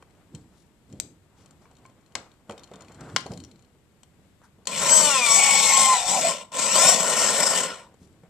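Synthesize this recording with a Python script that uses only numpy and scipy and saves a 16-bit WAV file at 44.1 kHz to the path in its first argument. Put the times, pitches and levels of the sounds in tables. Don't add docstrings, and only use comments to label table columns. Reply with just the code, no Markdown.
import sys
import numpy as np
from scipy import signal
from scipy.fft import rfft, irfft
from scipy.io import wavfile
from scipy.ndimage import uniform_filter1d

SR = 44100
rng = np.random.default_rng(int(sys.argv[2]) if len(sys.argv) > 2 else 0)


def invert_db(level):
    return 10 ** (np.asarray(level, dtype=float) / 20)


def wav_out(sig):
    wavfile.write(sys.argv[1], SR, np.round(np.clip(np.atleast_2d(sig).T, -1, 1) * 32767).astype(np.int16))


N = 365588
TIME = np.arange(N) / SR


def rms_one(x):
    return x / np.sqrt(np.mean(x ** 2))


def play(tables):
    s, *columns = np.transpose(np.concatenate(tables))
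    return [np.interp(TIME, s, column) for column in columns]


def colour(x, points, peaks=(), size=2048):
    hz = np.fft.rfftfreq(2 * size, 1 / SR) + 1
    table = np.array(points, float)
    db = np.interp(np.log(hz), np.log(table[:, 0]), np.maximum(table[:, 1], -90))
    for peak_hz, width_hz, peak_db in peaks:
        db = db + peak_db / (1 + (2 * (hz - peak_hz) / width_hz) ** 2)
    cepstrum = irfft(db * np.log(10) / 20)
    cepstrum[1:size] *= 2
    cepstrum[size + 1:] = 0
    response = irfft(np.exp(rfft(cepstrum)))[:size]
    return signal.oaconvolve(x, response)[:N]


def band(x, low_hz, top_hz, order=3):
    return signal.sosfilt(signal.butter(order, [low_hz, top_hz], "bandpass", fs=SR, output="sos"), x)


def walk(rate_hz):
    hold = max(int(SR / rate_hz), 2)
    steps = np.repeat(rng.standard_normal(N // hold + 1), hold)
    return rms_one(uniform_filter1d(uniform_filter1d(steps, hold), hold)[:N])


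def decay(t60_s, size):
    return np.exp(-np.log(1000) * np.arange(size) / SR / t60_s)


def ring(hz, t60_s, size=6000):
    return np.sin(2 * np.pi * hz * np.arange(size) / SR) * decay(max(t60_s, .003), size)


def crack(low_hz, top_hz, t60_s, size=6000):
    burst = rng.standard_normal(size) * decay(max(t60_s, .002), size)
    burst[0] += 3.0
    return band(burst, low_hz, np.clip(top_hz, 2 * low_hz, 16000), order=2)


def add(out, s, sound, peak_db):
    i = int(s * SR)
    piece = sound[:N - i]
    out[i:i + len(piece)] += piece * invert_db(peak_db) / np.abs(piece).max()


# pitch_hz, level_db (per Hz)
ROOM_TONE = [(20, -14.5), (70, 1), (190, -1), (400, -8.5), (1000, -21.5), (2000, -23), (3500, -28),
             (6000, -35), (7800, -29), (9500, -37), (14500, -40.5)]


def room_tone():
    mid, side = (colour(rng.standard_normal(N), ROOM_TONE) for _ in range(2))
    side = side - 0.69 * band(side, 40, 1100, order=1)
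    return invert_db(-60 + 0.54 * walk(7.1)) * np.array([mid + side, mid - side]) / np.std(mid)


def room(x, wet_db, near_db, t60_s=0.28, apart_hz=900):
    t = np.arange(int(.5 * SR)) / SR
    near = rng.standard_normal((3, len(t))) * np.exp(-t / .003)
    tail = band(rng.standard_normal((3, len(t))), 60, 6000, order=1)
    tail = tail * decay(t60_s, len(t)) * (t > .004)
    echo = invert_db(near_db) * near / np.linalg.norm(near[0]) + invert_db(wet_db) * tail / np.linalg.norm(tail[0])
    shared = invert_db(-4) * band(echo[0], 100, apart_hz, order=1)
    ports = shared + band(echo[1:], apart_hz, 22000, order=1)
    return invert_db(-1.0) * (x + signal.oaconvolve(x[None], ports, axes=1)[:, :N])


# start_s (of the peak), rumble_db, knock_db, rise_s, fall_s
SHIFTS = [(.01, -61, -64.5, .05, 0.85), (.345, -42, -69, 0.055, 0.25), (.91, -46.5, -72, 0.034, 0.19),
          (1.04, -43, -72, 0.14, 0.16), (1.4, -56, -63, 0.16, 0.43), (1.82, -57, -65.5, 0.35, 1),
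          (2.16, -44, -39, 0.0063, 0.11), (2.5, -48, -51.5, 0.041, 0.36), (2.74, -54.5, -52.5, 0.048, 0.4),
          (2.93, -50, -57, 0.18, 0.29), (3.04, -47.5, -47.5, 0.11, 0.47), (3.15, -39, -72, 0.19, 0.12),
          (3.31, -38.5, -62.5, 0.065, 0.34), (4.24, -62.5, -78, 0.34, 0.15), (4.62, -63.5, -72, 0.16, .1),
          (7.85, -58, -66, 0.12, 0.48), (8.015, -52.5, -83, 0.032, 0.55)]
# pitch_hz, level_db (per Hz)
RUSTLE = [(1200, -30), (1600, -12.5), (2800, -11), (4300, -8), (6300, -14.5), (7800, -3), (9500, -17),
          (14000, -27)]


def hands():
    press, tap = 0, invert_db(-74)
    for s, rumble_db, knock_db, rise_s, fall_s in SHIFTS:
        swell = invert_db(-23 * np.where(TIME < s, (s - TIME) / rise_s, (TIME - s) / fall_s))
        press = press + invert_db(rumble_db) * swell
        tap = tap + invert_db(knock_db) * swell
    rumble = rms_one(band(rng.standard_normal(N), 73, 304)) * invert_db(1.8 * walk(25))
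    knock = rms_one(band(rng.standard_normal(N), 250, 1200, order=2)) * invert_db(2.4 * walk(60))
    grains = rng.standard_normal(N) * invert_db(2.3 * rng.exponential(size=N) + 2.2 * walk(110))
    rustle = rms_one(colour(grains, RUSTLE)) * invert_db(-7.5)
    return press * rumble + tap * knock + (invert_db(-16) * press + invert_db(-15.5) * tap) * rustle


# start_s (of the
# peak), level_db, length_s, low_hz, top_hz
SCUFFS = [(0.593, -68, 0.13, 3000, 10000), (1.424, -66, 0.11, 1500, 8550), (1.64, -69, .05, 4000, 9500),
          (3.014, -47.5, .06, 500, 1720), (3.09, -47, 0.081, 350, 1510), (4.818, -26.5, 0.037, 450, 2000),
          (4.927, -23, 0.035, 880, 1010), (4.925, -28, .035, 570, 670), (4.92, -30, .04, 1450, 1650),
          (4.9, -51, .4, 70, 140), (5.803, -54.5, 0.39, 60, 110), (6.05, -54, 0.19, 49.7, 90),
          (6.88, -23.5, 0.17, 630, 760), (7.024, -32.5, .12, 600, 720), (4.447, -57, 0.064, 795, 1730),
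          (4.448, -65, 0.037, 3520, 10000), (7.712, -37, 0.07, 1330, 1480), (7.845, -57, .1, 870, 980),
          (8.04, -66, 0.078, 3000, 10090), (8.253, -62, 0.038, 790, 2200)]


def scuffs():
    out = 0
    for s, db, length_s, low_hz, top_hz in SCUFFS:
        grains = rng.standard_normal(N) * invert_db(3.1 * walk(150))
        swell = np.exp(-(2 * (TIME - s) / length_s) ** 2)
        out = out + invert_db(db) * rms_one(band(grains, low_hz, top_hz)) * swell
    return out


# start_s, peak_db, pitch_hz, knock_db, decay_s
BUMPS = [(0.341, -31, 151, -16, 0.08), (0.933, -43, 199.6, -5, 0.56), (1.819, -49, 117, -16, 0.1),
         (2.491, -33, 214, 2, 0.15), (2.711, -41.5, 218, 8, 0.033), (2.739, -41, 194, -1, 0.23),
         (3.257, -34, 180, 5.5, 0.035), (3.304, -26.5, 182, -6.5, 0.1), (4.187, -49, 160.5, -5, 0.095),
         (4.582, -46.5, 208, -2, 0.077), (8.015, -39.5, 179, -21, 0.074), (8.234, -42.5, 173.4, -7.5, 0.1)]


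def bumps():
    out = np.zeros(N)
    for s, db, hz, knock_db, t60_s in BUMPS:
        modes = ring(hz, t60_s) + 0.23 * ring(1.4 * hz, 0.83 * t60_s)
        soft = np.convolve(modes, np.hanning(120))
        add(out, s, band(soft, 89, 900, order=2), db)
        add(out, s + 0.00305, crack(360, 730, 2.13 * t60_s), db + knock_db)
    return out


# start_s, peak_db, pitch_hz (main ring), low_db
TICKS = [(0.025, -43.5, 2420, 3.5), (0.1077, -51, 2080, -12), (0.1514, -55, 2490, -11),
         (0.3495, -28.5, 7930, -26), (0.9004, -50, 3800, -6), (0.9264, -37.5, 7500, -19),
         (1.46, -39.5, 7800, -13), (1.509, -41, 7400, -18), (1.713, -44.5, 7900, -3),
         (1.7683, -43, 3820, -22), (1.753, -50, 4200, -20), (1.785, -48, 4100, -20),
         (1.862, -42, 7500, -15.5), (1.8978, -49.5, 2230, -2), (2.01, -54.5, 2250, -12),
         (2.062, -47, 4200, -14), (2.1216, -48, 3040, -16), (2.3164, -45, 3830, -21),
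         (2.3396, -51, 7900, -25), (2.496, -30.5, 3200, 5.5), (4.0324, -35.5, 8100, -13.5),
         (4.4167, -54, 7700, 8), (4.6552, -35, 4730, -12.5), (4.6721, -7, 7820, -38),
         (5.303, -12, 7850, -18), (6.456, -50, 7900, -25), (6.519, -55, 7930, -20),
         (6.756, -5.5, 7900, -10), (7.2358, -18, 7750, -21), (7.942, -49, 2170, 3), (8.0742, -54, 7930, -7),
         (8.1277, -55, 7660, -17), (8.235, -52, 2150, 6)]
# start_s, peak_db, pitch_hz (main ring), gap_s (to a second catch)
CREAKS = [(2.5096, -32, 2430, 0.012), (2.579, -34.5, 3700, .016), (2.6349, -34.5, 4190, 0.0063),
          (2.6748, -44.5, 2930, 0.0016), (2.7152, -43, 3700, 0.0018), (2.7367, -34.5, 3670, .0208),
          (2.808, -34, 7000, 0.013), (2.8473, -41, 2940, 0), (2.8833, -40.5, 2460, 0),
          (2.92, -37.5, 7300, 0.026), (3.0087, -33, 7500, 0), (3.0989, -40, 3530, 0),
          (3.1834, -25, 3150, 0.023), (3.264, -29, 4340, 0.0029), (3.3182, -30.5, 5080, 0.018),
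          (3.3748, -31, 4180, 0), (3.402, -31.5, 4370, 0.0025), (3.4383, -32.5, 5700, 0.01),
          (3.4825, -57, 2495, 0), (3.514, -37.5, 4140, 0.0026), (3.5588, -47, 4200, 0.00099),
          (3.5935, -48, 2440, 0.0031), (3.6242, -46.5, 4250, 0.024)]
# pitch_hz, level_db, decay_s (t60)
CASE_RINGS = [(2460, -12.5, 0.046), (3130, -9.5, 0.063), (4280, -7, 0.045), (4480, -9, .03),
              (5970, -13, 0.009), (7000, -4, .02), (8140, -4.5, 0.022)]


def ticks():
    out = np.zeros(N)
    hits = [(*tick, 0.5) for tick in TICKS]
    hits += [(s, db, hz, -19, 1.5) for s, db, hz, gap_s in CREAKS]
    hits += [(s + gap_s, db - 2, hz, -19, 1.5) for s, db, hz, gap_s in CREAKS if gap_s > .005]
    for s, db, hz, low_db, crack_db in hits:
        case = 0
        for mode_hz, mode_db, t60_s in CASE_RINGS:
            louder, sharper = rng.standard_normal(2)
            case = case + invert_db(mode_db + 2.5 * louder) * ring(mode_hz * (1 + 0.0092 * sharper), t60_s)
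        snap = invert_db(crack_db) * crack(2000, 10000, 0.027)
        add(out, s, invert_db(-3.0) * case + invert_db(0.5) * ring(hz, 0.019) + snap, db)
        add(out, s, crack(430, 1200, 0.026), db + low_db)
    return out


# start_s, peak_db, top_hz (crack brightness), decay_s, crack_db
SNAPS = [
    (1.0, -6, 15300, 0.018, -4),
    (2.153, -9, 5800, 0.03, 1.5),
    (3.1624, -2.5, 4900, 0.026, 8),
    (1.655, -43, 3000, .02, 0),
    (1.853, -38, 3000, .015, 3),
]
# pitch_hz, level_db, decay_s (t60)
SNAP_RINGS = [
    [(2600, -14, .008), (3900, -14, .006), (6500, -9, .005), (7600, 0, .008), (8150, -1, .008),
     (10000, -10, .006)],
    [(1050, -9, .05), (2164, -6, .02), (3100, -10, .012), (4183, -11, .025), (7709, -10, .02)],
    [(1050, -10, .09), (1421, -1, .014), (2190, -8, .015), (3176, -10, .018), (4474, -12, .012)],
    [(1050, 0, .07), (1700, -6, .03), (2300, -5, .03)],
    [(1050, 0, .12), (1500, -6, .02), (2250, -3, .03)],
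]


def snaps():
    out = np.zeros(N)
    for (s, db, top_hz, t60_s, crack_db), rings in zip(SNAPS, SNAP_RINGS):
        latch = sum(invert_db(mode_db) * ring(hz, mode_s) for hz, mode_db, mode_s in rings)
        add(out, s, invert_db(crack_db) * crack(top_hz / 6, top_hz, t60_s) + latch, db)
    return out


# pitch_hz, level_db
PORT_COLOUR = [(300, 1.5), (5000, -1.5), (7800, 0), (9500, -6.5), (12000, -7.5), (15000, -10.5)]


def clicks():
    return colour(ticks() + bumps() + snaps(), PORT_COLOUR)


# start_s, pitch_hz, level_db
GROAN = [(5.345, 520, -32), (5.38, 788, -30), (5.7, 843, -32), (5.85, 799, -27), (6.05, 757, -32.5),
         (6.15, 787, -28.5), (6.21, 619, -25.5), (6.28, 637, -24), (6.37, 562, -47)]


def groan():
    hz, db = play([GROAN])
    on = uniform_filter1d(1. * (TIME > GROAN[0][0]) * (TIME < GROAN[-1][0]), size=900)
    faces = 0
    for ratio in (.97, 1.06):
        phase = 2 * np.pi * np.cumsum(hz * ratio * (1 + .04 * walk(220))) / SR
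        faces = faces + invert_db(4.5 * walk(70)) * np.sin(phase)
    return on * invert_db(db) * faces


# start_s, level_db
PULLS = [
    [(4.67, -39), (4.86, -22), (4.98, -20), (5.214, -27), (5.31, -19), (5.83, -18), (6.05, -32),
     (6.11, -23), (6.29, -25)],
    [(6.519, -48), (6.55, -35), (6.6, -25.5), (6.735, -24), (6.76, -19.5), (6.89, -12), (6.955, -25),
     (7.23, -21.5), (7.6, -23.5)],
]
# start_s, bar_pass_hz
SPEEDS = [
    [(4.9, 1530), (4.958, 1575), (5.08, 1468), (5.202, 1240), (5.29, 1130), (5.692, 1095), (5.926, 1030),
     (6.03, 905), (6.07, 895), (6.145, 1025)],
    [(6.6, 1040), (6.7, 1320), (6.75, 1485), (6.8, 1695), (6.85, 1815), (6.91, 1885), (7.3, 1859),
     (7.6, 1814)],
]
STOPS_S = [6.514, 7.92]
COAST_DB_PER_S = [181.5, 147]


def controls():
    start_hz, coast_s, coast_hz_per_s = 500, .3, 2700
    speed, rattle_db = [], []
    for pull, run, stop_s, coast_db in zip(PULLS, SPEEDS, STOPS_S, COAST_DB_PER_S):
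        end_s, end_hz = run[-1]
        speed += [(pull[0][0], start_hz), *run, (end_s + coast_s, end_hz - coast_hz_per_s * coast_s)]
        release_s, release_db = pull[-1]
        rattle_db += [*pull, (stop_s, release_db - coast_db * (stop_s - pull[0][0] - (release_s - pull[0][0])))]
    return play([speed]) + play([rattle_db])


# start_s, end_s, once_a_bar_db, twice_a_bar_db, thrice_a_bar_db, high_whine_db, shaft_buzz_db
CURRENT = [(4.89, 5.07, -14, -8, -4, -3, -9), (5.07, 5.24, -9, -4, -8, -5, -5),
           (5.24, 5.34, -6, -6, -12, -8, -15), (5.34, 5.71, -13, -6, -14, -14, -20),
           (5.71, 5.88, -7, -11, -12, -14, -24), (5.88, 5.98, -5, -13, -14, -7, -24),
           (5.98, 6.17, -18, -20, -17, -7, -24), (6.6, 6.74, -24, -14, -16, -10, -27),
           (6.74, 6.92, -18, -14, -2, -7, -14), (6.92, 7.58, -18, -25, -19, -19, -22)]


def singing():
    db = np.full((len(CURRENT[0]) - 2, N), -33.)
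    for start_s, end_s, *levels in CURRENT:
        db = np.where((TIME >= start_s) * (TIME < end_s), np.array(levels)[:, None], db)
    return uniform_filter1d(db, size=int(.05 * SR))


def rattle(turn):
    contacts_db = 1.4 * rng.exponential(size=N) + 2.0 * walk(250)
    return rms_one(rng.standard_normal(N) * invert_db(contacts_db + 2.0 * np.cos(turn)))


def patchy(x, depth_db=2.3, wide_hz=450, long_s=.06):
    z = signal.stft(x, nperseg=512)[2]
    chance = uniform_filter1d(rng.standard_normal(z.shape), size=max(int(wide_hz * 512 / SR), 1), axis=0)
    chance = uniform_filter1d(chance, size=max(int(long_s * SR / 256), 1), axis=1)
    spare_bass = np.clip(np.linspace(0, 11, len(z)), 0, 1)[:, None]
    swell = invert_db(depth_db * chance / chance.std() * spare_bass)
    return signal.istft(z * swell, nperseg=512)[1][:N]


BARS = 5
BAR_ORDERS_DB = [4, .5, -5, -2, -4, -6, -4, -3, -8]
SHAFT_ORDERS_DB = [-18, -7, -1, 3, -7, -11, -12, -13]


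def orders(turn, bar_hz):
    *low_db, high_db, buzz_db = singing()
    bars, shaft = 0, 0
    for k in range(1, 46):
        on_bar = k % BARS == 0
        level = invert_db((2.4 if on_bar else 3.7) * walk(60))
        wobble = .7 * walk(110) if on_bar and k > BARS else 0
        tone = level * np.cos(k * turn + 2 * np.pi * rng.random() + wobble)
        tone = tone * (k * bar_hz < .45 * BARS * SR)
        if on_bar:
            i = k // BARS - 1
            current_db = low_db[i] if i < len(low_db) else high_db
            bars = bars + invert_db(BAR_ORDERS_DB[i] + current_db) * tone
        else:
            i = min(k - k // BARS, len(SHAFT_ORDERS_DB)) - 1
            shaft = shaft + invert_db(SHAFT_ORDERS_DB[i]) * tone
    return bars + invert_db(buzz_db) * shaft


# pitch_hz, level_db (per Hz)
TOOL = [(35, -60), (60, -32.5), (184, -11), (349, -21.5), (539, -7), (934, -3.5), (1020, 2), (1230, -12.5),
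        (2180, -10.5), (3940, -14), (7830, -5.5), (9190, -15.5), (14200, -27.5)]
# pitch_hz, width_hz, level_db (over the slope)
SHELL = [(206, 76, 3.5), (345, 75, -0.5), (547.6, 97, 9), (620, 40, 5), (679, 43, 3), (780, 150, -7),
         (930, 50, 2), (1045, 60, 4), (1250, 70, -9), (1359, 83, 11.5), (1633, 250, -9), (2430, 60, 7),
         (3030, 80, 4), (3545, 55, 8), (4230, 110, 4), (4650, 70, 3), (5250, 150, 5), (5580, 110, 9),
         (6220, 55, 7), (6610, 65, 4), (7080, 100, 6.5), (7560, 310, 4.5), (7770, 260, 8), (8100, 270, 2.5),
         (8265, 340, 8), (11160, 1000, -3.5), (13500, 1900, 6.5)]
# pitch_hz, width_hz, level_db (over the slope)
FREE_SHELL = [(199, 45, 1.5), (400, 60, 4.5), (544, 130, 9.5), (665, 51, 6), (1222, 45, -5),
              (1395, 190, 11.5), (1600, 92, -4), (1840, 90, 4.5), (2970, 120, 6.5), (4230, 150, 3.5),
              (5255, 160, 10.5), (5550, 110, 6), (6300, 190, 1), (6950, 90, 4), (7630, 170, 5),
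              (7800, 260, 7.5), (8400, 400, 9.5), (10600, 1000, -0.5), (13600, 1400, 7.5)]
# low_hz, top_hz, level_db (at the usual rattle), share (followed), most_db (gained that way)
PARTS = [
    (4000, 13000, .8, 0.78, -1),
    (1610, 3740, -8.3, 0.6, 8.5),
    (430, 1470, -6.5, 0.65, 11),
    (130, 416, -12.5, 0.6, 8),
]
# start_s, end_s, level_db of each part
LOADS = [
    (5.12, 6.084, [0, 1.8, -5.5, -6]),
    (6.76, 6.931, [-0.5, 3.5, -1, -1.5]),
]


def motor():
    usual_db, free_s, slew_s, halt_s = -20.5, 6.93, 0.096, .09
    bar_hz, brush_db = controls()
    turn = 2 * np.pi * np.cumsum(bar_hz / BARS * (1 + .006 * walk(130))) / SR
    sung = colour(orders(turn, bar_hz), TOOL, SHELL)

    free = np.clip((TIME - free_s) / slew_s, 0, 1)
    chatter = rattle(turn)
    noise = colour(chatter * np.sqrt(1 - free), TOOL, SHELL)
    noise = patchy(noise + colour(chatter * np.sqrt(free), TOOL, FREE_SHELL))
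    other = patchy(colour(rattle(turn), TOOL, SHELL))

    loads = 0
    for start_s, end_s, db in LOADS:
        during = uniform_filter1d(1. * (TIME > start_s) * (TIME < end_s), size=int(slew_s * SR))
        loads = loads + np.array(db)[:, None] * during
    halt_db = 0
    for s in STOPS_S:
        halt_db = halt_db - 11 * np.clip(1 - (s - TIME) / halt_s, 0, 1) * (TIME < s + .004)

    front, back = 0, 0
    for (low_hz, top_hz, db, share, most_db), load_db in zip(PARTS, loads):
        over_db = np.minimum((1 - share) * (usual_db - brush_db), most_db)
        part_db = brush_db + db + over_db + load_db + halt_db * (top_hz > 3000) + 1.0 * walk(25)
        gain = invert_db(part_db) / np.std(band(noise, low_hz, top_hz))
        front = front + gain * band(noise + sung, low_hz, top_hz)
        back = back + gain * band(other, low_hz, top_hz)
    on = (TIME > PULLS[0][0][0]) * (TIME < STOPS_S[-1])
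    return front * on, back * on


FAR_SIDE_DB = np.array([[-20], [1]])


def scene():
    front, back = motor()
    far = band(back, 1000, 18000, order=1) * invert_db(FAR_SIDE_DB)
    running = room(front + groan(), wet_db=-17, near_db=-18)
    handling = room(hands() + scuffs() + clicks(), wet_db=-14.5, near_db=-11)
    return running + handling + far + room_tone()


def band_limit(x):
    return signal.sosfilt(signal.butter(12, 14860, fs=SR, output="sos"), x)


# pitch_hz, left_minus_right_db
PORTS = [(60, -1.5), (110, -0.5), (200, -0.5), (370, 0.0), (680, -0.5), (1250, 2), (2300, 6), (4230, 10),
         (7760, 12.5), (14300, 15)]


def record(dry):
    left = colour(dry[0], [(hz, .5 * db) for hz, db in PORTS])
    right = colour(np.roll(dry[1], -2), [(hz, -.5 * db) for hz, db in PORTS])
    both = np.tanh(0.96 * np.array([left, right])) / 1.159
    both = signal.sosfilt(signal.ellip(8, .2, 45, 14350, fs=SR, output="sos"), both)
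    return band_limit(both)


dry = scene()
out = record(dry)
wav_out(out)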